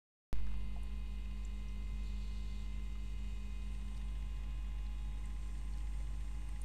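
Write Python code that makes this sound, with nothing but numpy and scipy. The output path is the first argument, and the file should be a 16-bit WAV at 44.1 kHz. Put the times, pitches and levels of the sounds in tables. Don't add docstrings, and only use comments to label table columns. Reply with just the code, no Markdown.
import sys
import numpy as np
from scipy import signal
from scipy.fft import rfft, irfft
from scipy.io import wavfile
from scipy.ndimage import uniform_filter1d

SR = 44100
rng = np.random.default_rng(int(sys.argv[2]) if len(sys.argv) > 2 else 0)


def persist_wave(psi):
    counts = np.round(np.clip(psi, -1, 1) * 32767).astype(np.int16)
    wavfile.write(sys.argv[1], SR, np.atleast_2d(counts).T)


N = 292824
TIME = np.arange(N) / SR

# multiple of the shaft speed, level in dB beside the case, dB near the floor.
BLOWER_TONES = [(4, -74, -80.5), (4.57, -81, -86), (5, -86, -85), (8, -79, -73), (10, -74, -73),
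                (12, -87, -90), (15, -92, -92), (16, -94, -83), (20, -72.5, -76), (24, -73, -74.5),
                (24.39, -87, -86), (24.96, -84, -86), (26.94, -83, -77), (28, -76.5, -77.5),
                (29.27, -82.5, -85), (31.26, -87, -86), (32, -85, -81), (33.6, -89, -81),
                (36, -77.5, -79.5), (40, -87, -86), (44, -83, -88)]
# start, attack, hold and release in seconds, gain in dB,
# multiple of the shaft speed.
BLOWER_SWELLS = [(1.3, .45, .3, .5, 1.5, 20), (2.95, .45, .15, .3, 2, 24), (4.85, .25, .05, .2, 5, 36)]
# frequency in Hz, level in dB beside the case, dB near the floor.
HUM_TONES = [(49.85, -41.5, -41), (100.9, -65, -79), (135.3, -66.5, -67), (168.6, -78.5, -73),
             (202.4, -58.5, -63.5), (207.2, -70.5, -73.5), (300.4, -76.5, -73.5), (308.7, -78, -77.5),
             (398, -91, -112)]
# frequency in Hz, relative density in dB.
CASE_RUSH_COLOUR = [(20, -9), (65, 1), (140, -7), (165, -13.5), (290, -18.5), (420, -25), (720, -28.5),
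                    (1000, -28), (1550, -33), (2000, -29), (2330, -32.5), (2720, -25), (3200, -34.5),
                    (5000, -51)]
FLOOR_RUSH_COLOUR = [(20, -2.5), (65, 2.5), (140, -5), (165, -13.5), (290, -18.5), (540, -27.5), (740, -25),
                     (1150, -26.5), (1650, -32), (2000, -27), (2330, -29.5), (2650, -28.5), (3200, -34.5),
                     (5000, -48.5)]
JET_COLOUR = [(2800, -28), (3500, -0.5), (4000, -1), (4550, 0.5), (4800, -10), (5600, -18.5)]
HISS_COLOUR = [(3800, -10), (4900, 0.5), (5700, 2), (6200, 3.5), (6900, 2), (7150, 7.5), (7600, 5),
               (8100, 0), (9300, -9), (10500, -18)]
SIZZLE_COLOUR = [(7800, -19), (8350, 5.5), (8550, 8.5), (8900, 3.5), (9100, 0), (9800, -15)]
# frequency in Hz, relative density in dB.
MIC_COLOUR = [(100, 1), (9000, -2), (11000, -4), (15500, -5)]
# start in seconds, strike level in dB, ring in Hz.
DROPLET_TICKS = [(.8325, -57, 10700), (.833, -56, 8640), (1.4506, -48, 7300), (1.5464, -58, 8050),
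                 (1.6851, -55, 5750), (2.0353, -58.5, 9600), (3.972, -64, 9500), (4.865, -53, 4080),
                 (5.256, -51, 8240), (5.7364, -55, 4400), (5.7748, -66, 11400), (6.21, -62, 10700),
                 (6.4897, -54, 9540), (6.6169, -41.5, 8900)]
# start in seconds, strike level in dB, ring in Hz, t60 in seconds.
HAND_KNOCKS = [(.4723, -50.5, 1500, .008), (.5407, -48.5, 950, .014), (.7597, -49, 700, .09),
               (1.257, -54, 2500, .03), (2.954, -56, 1250, .04), (3.9664, -58, 4400, .05),
               (6.0, -55.5, 570, .1), (6.1065, -52.5, 680, .04)]
# start, attack, hold and release in seconds, level in dB, centre in Hz.
FINGER_RUSTLES = [(.3, .03, 0.2, 0.066, -68.5, 1300), (3.96, 0.01, .015, .03, -67, 4460),
                  (5.768, .006, .008, 0.018, -68.5, 5000)]

JET_DB, HISS_DB, SIZZLE_DB = (-77, -82.5, -78.5), (-74, -76.5, -73), (-82, -81.5, -75)
RATTLE_BODY_DB, RATTLE_EDGE_DB = (-82, -77, -73.5), (-79, -76.5, -77.5)

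SHAFT_HZ, MIC_ON_S = 103.92, .329
ROCK_HZ, ROCK_SWING_HZ, ROCK_PERIOD_S, ROCK_FASTEST_S = 15.08, .95, 2.1, 5.426


def blower(turns, lowered, turned, shade_db=-5, shade_hz=2300):
    out = 0
    for order, case_db, floor_db in BLOWER_TONES:
        shaded = turned / (1 + (shade_hz / (order * SHAFT_HZ)) ** 8)
        waver_db = .9 * walk(3) + .4 * walk(30)
        swell_db = sum(gain * swell(*shape) for *shape, gain, tone in BLOWER_SWELLS if tone == order)
        db = case_db + lowered * (floor_db - case_db) + shaded * shade_db + waver_db + swell_db
        out = out + undb(db) * np.sqrt(2) * np.sin(2 * np.pi * (order * turns + rng.random()))
    return out


def motor_hum(lowered, turned):
    floor_mix = .76 * lowered + .64 * turned
    out = 0
    for k, (hz, case_db, floor_db) in enumerate(HUM_TONES):
        waver_db, drift_rad = (.96, .24) if k else (.73, .04)
        db = case_db + floor_mix * (floor_db - case_db) + waver_db * walk(5.03)
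        phase = 2 * np.pi * (hz * TIME + rng.random()) + drift_rad * walk(3.92)
        out = out + undb(db) * np.sqrt(2) * np.sin(phase)
    return out


def airflow(turns, lowered, turned, build_s=.92):
    tilt = swell(1.944, .15, .49, .14)
    billow = swell(3.35, .47, .14, .42)
    faint = np.exp(-np.maximum(TIME - MIC_ON_S, 0) / build_s)
    jet_db = heard_db(JET_DB, lowered, turned) + 8.6 * tilt
    hiss_db = heard_db(HISS_DB, lowered, turned) + 1.5 * tilt - 10.5 * faint
    sizzle_db = heard_db(SIZZLE_DB, lowered, turned) + 5.8 * billow
    case_rush = noise(CASE_RUSH_COLOUR, ripple_db=1, ripple_hz=14) * undb(-55) * np.sqrt(1 - lowered)
    floor_rush = noise(FLOOR_RUSH_COLOUR, ripple_db=2.1, ripple_hz=14) * undb(-54) * np.sqrt(lowered)
    jet = noise(JET_COLOUR) * undb(jet_db + .29 * walk(30))
    hiss = noise(HISS_COLOUR, ripple_db=3, ripple_hz=18) * undb(hiss_db)
    sizzle = noise(SIZZLE_COLOUR, ripple_db=1, ripple_hz=17) * undb(sizzle_db)
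    chop = 1 + .11 * np.cos(2 * np.pi * 2 * turns)
    rush = (case_rush + floor_rush) * undb(.5 * walk(25.03))
    mouth = (jet + chop * (hiss + sizzle)) * undb(.68 * walk(40))
    return rush + mouth


def rattle(lowered, turned, chatter_s=.0079, rebound=.63, uneven_db=1.3):
    since = TIME - ROCK_FASTEST_S
    swing = ROCK_SWING_HZ * ROCK_PERIOD_S / (2 * np.pi) * np.sin(2 * np.pi * since / ROCK_PERIOD_S)
    cycles = ROCK_HZ * since + swing
    ages_s = [(cycles + shift) % 1 / ROCK_HZ for shift in (0, .5)]
    tap, back = (np.exp(-age / chatter_s) * rng.standard_normal(N) for age in ages_s)
    bright = resonate(resonate(tap, 2010, 300), 2010, 900)
    dull = resonate(resonate(tap + back, 730, 280), 1550, 800)
    contact = resonate(resonate(tap, 2700, 900), 3500, 3900)
    body = (unit(bright) + rebound * unit(dull)) * undb(heard_db(RATTLE_BODY_DB, lowered, turned))
    edge = unit(contact) * undb(heard_db(RATTLE_EDGE_DB, lowered, turned))
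    passing_db = 4 * np.sin(np.pi * lowered)
    return (body + edge) * undb(passing_db + uneven_db * walk(15))


def droplets(t60_s=.017):
    return taps([(*row, t60_s) for row in DROPLET_TICKS], tail_db=-30, sharpness=4)


def knocks():
    return taps(HAND_KNOCKS, tail_db=-20, sharpness=2.5)


def rustle(grains_per_s=240, spread_db=4, grain_s=.0023):
    onsets = rng.random(N) < grains_per_s / SR
    grains = onsets * undb(spread_db * np.clip(rng.standard_normal(N), -2, 2))
    scratch = signal.lfilter([1], [1, -np.exp(-1 / (grain_s * SR))], grains) * rng.standard_normal(N)
    out = 0
    for *shape, db, hz in FINGER_RUSTLES:
        crackle = resonate(resonate(scratch, hz, .94 * hz), .88 * hz, 8100)
        out = out + unit(crackle) * undb(db) * swell(*shape)
    return out


def taps(rows, tail_db, sharpness, grit=.45, tail_t60_s=.15):
    out, t = np.zeros(2 * N), np.arange(SR // 4) / SR
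    for start_s, db, hz, t60_s in rows:
        scatter = unit(resonate(rng.standard_normal(len(t)), hz, hz / sharpness))
        tone = (np.sin(2 * np.pi * hz * t) + grit * scatter) / (1 + grit)
        ring = tone * undb(-60 * t / t60_s)
        tail = scatter * undb(tail_db - 60 * t / tail_t60_s)
        start = int(start_s * SR)
        out[start:start + len(t)] += undb(db) * resonate(ring + tail, hz, 2 * hz / sharpness)
    return out[:N]


def noise(points, ripple_db=0, ripple_hz=20):
    f = np.arange(N // 2 + 1) * SR / N
    hz, db = np.transpose(points)
    colour_db = np.interp(np.log(f + 1), np.log(hz), db)
    beyond = np.maximum(f / hz[-1], hz[0] / (f + 1))
    colour_db -= 40 * np.log10(np.maximum(beyond, 1))
    ripple = np.interp(f / ripple_hz, np.arange(len(f)), rng.standard_normal(len(f)))
    return unit(irfft(rfft(rng.standard_normal(N)) * undb(colour_db + ripple_db * ripple), N))


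def resonate(x, hz, width_hz):
    return signal.lfilter(*signal.iirpeak(min(hz, .45 * SR), hz / width_hz, fs=SR), x)


def walk(rate_hz):
    hold = max(int(SR / rate_hz), 1)
    steps = np.repeat(rng.standard_normal(N // hold + 1), hold)
    return unit(uniform_filter1d(uniform_filter1d(steps, hold), hold)[:N])


def glide(start_s, length_s):
    return np.sin(np.pi / 2 * np.clip((TIME - start_s) / length_s, 0, 1)) ** 2


def swell(start_s, attack_s, hold_s, release_s):
    return glide(start_s, attack_s) - glide(start_s + attack_s + hold_s, release_s)


def heard_db(levels, lowered, turned):
    case_db, floor_db, mist_db = levels
    return case_db + lowered * (floor_db - case_db) + turned * (mist_db - floor_db)


def undb(db):
    return 10 ** (np.asarray(db) / 20)


def unit(x):
    return x / np.sqrt(np.mean(x ** 2))


def scene():
    lowered, turned = glide(start_s=3.32, length_s=1.18), glide(start_s=4.82, length_s=.71)
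    shaft_hz = SHAFT_HZ * (1 + .0004 * walk(1.5) + .0001 * walk(12))
    turns = np.cumsum(shaft_hz) / SR
    impacts = droplets() + knocks()
    tones = blower(turns, lowered, turned) + motor_hum(lowered, turned)
    return (tones + airflow(turns, lowered, turned) + rattle(lowered, turned) + impacts + rustle())[None]


def record(dry, hiss_db=-78, pop_db=-27.5, settle_s=.18, offset_db=-45.5, top_hz=15500):
    since = np.maximum(TIME - MIC_ON_S, 0)
    bias = undb(offset_db) + undb(pop_db) * np.exp(-since / settle_s)
    live = (dry + noise(MIC_COLOUR) * undb(hiss_db) + bias) * (since > 0)
    return signal.sosfilt(signal.ellip(10, .2, 80, top_hz, fs=SR, output="sos"), live)


dry = scene()
out = record(dry)
persist_wave(out)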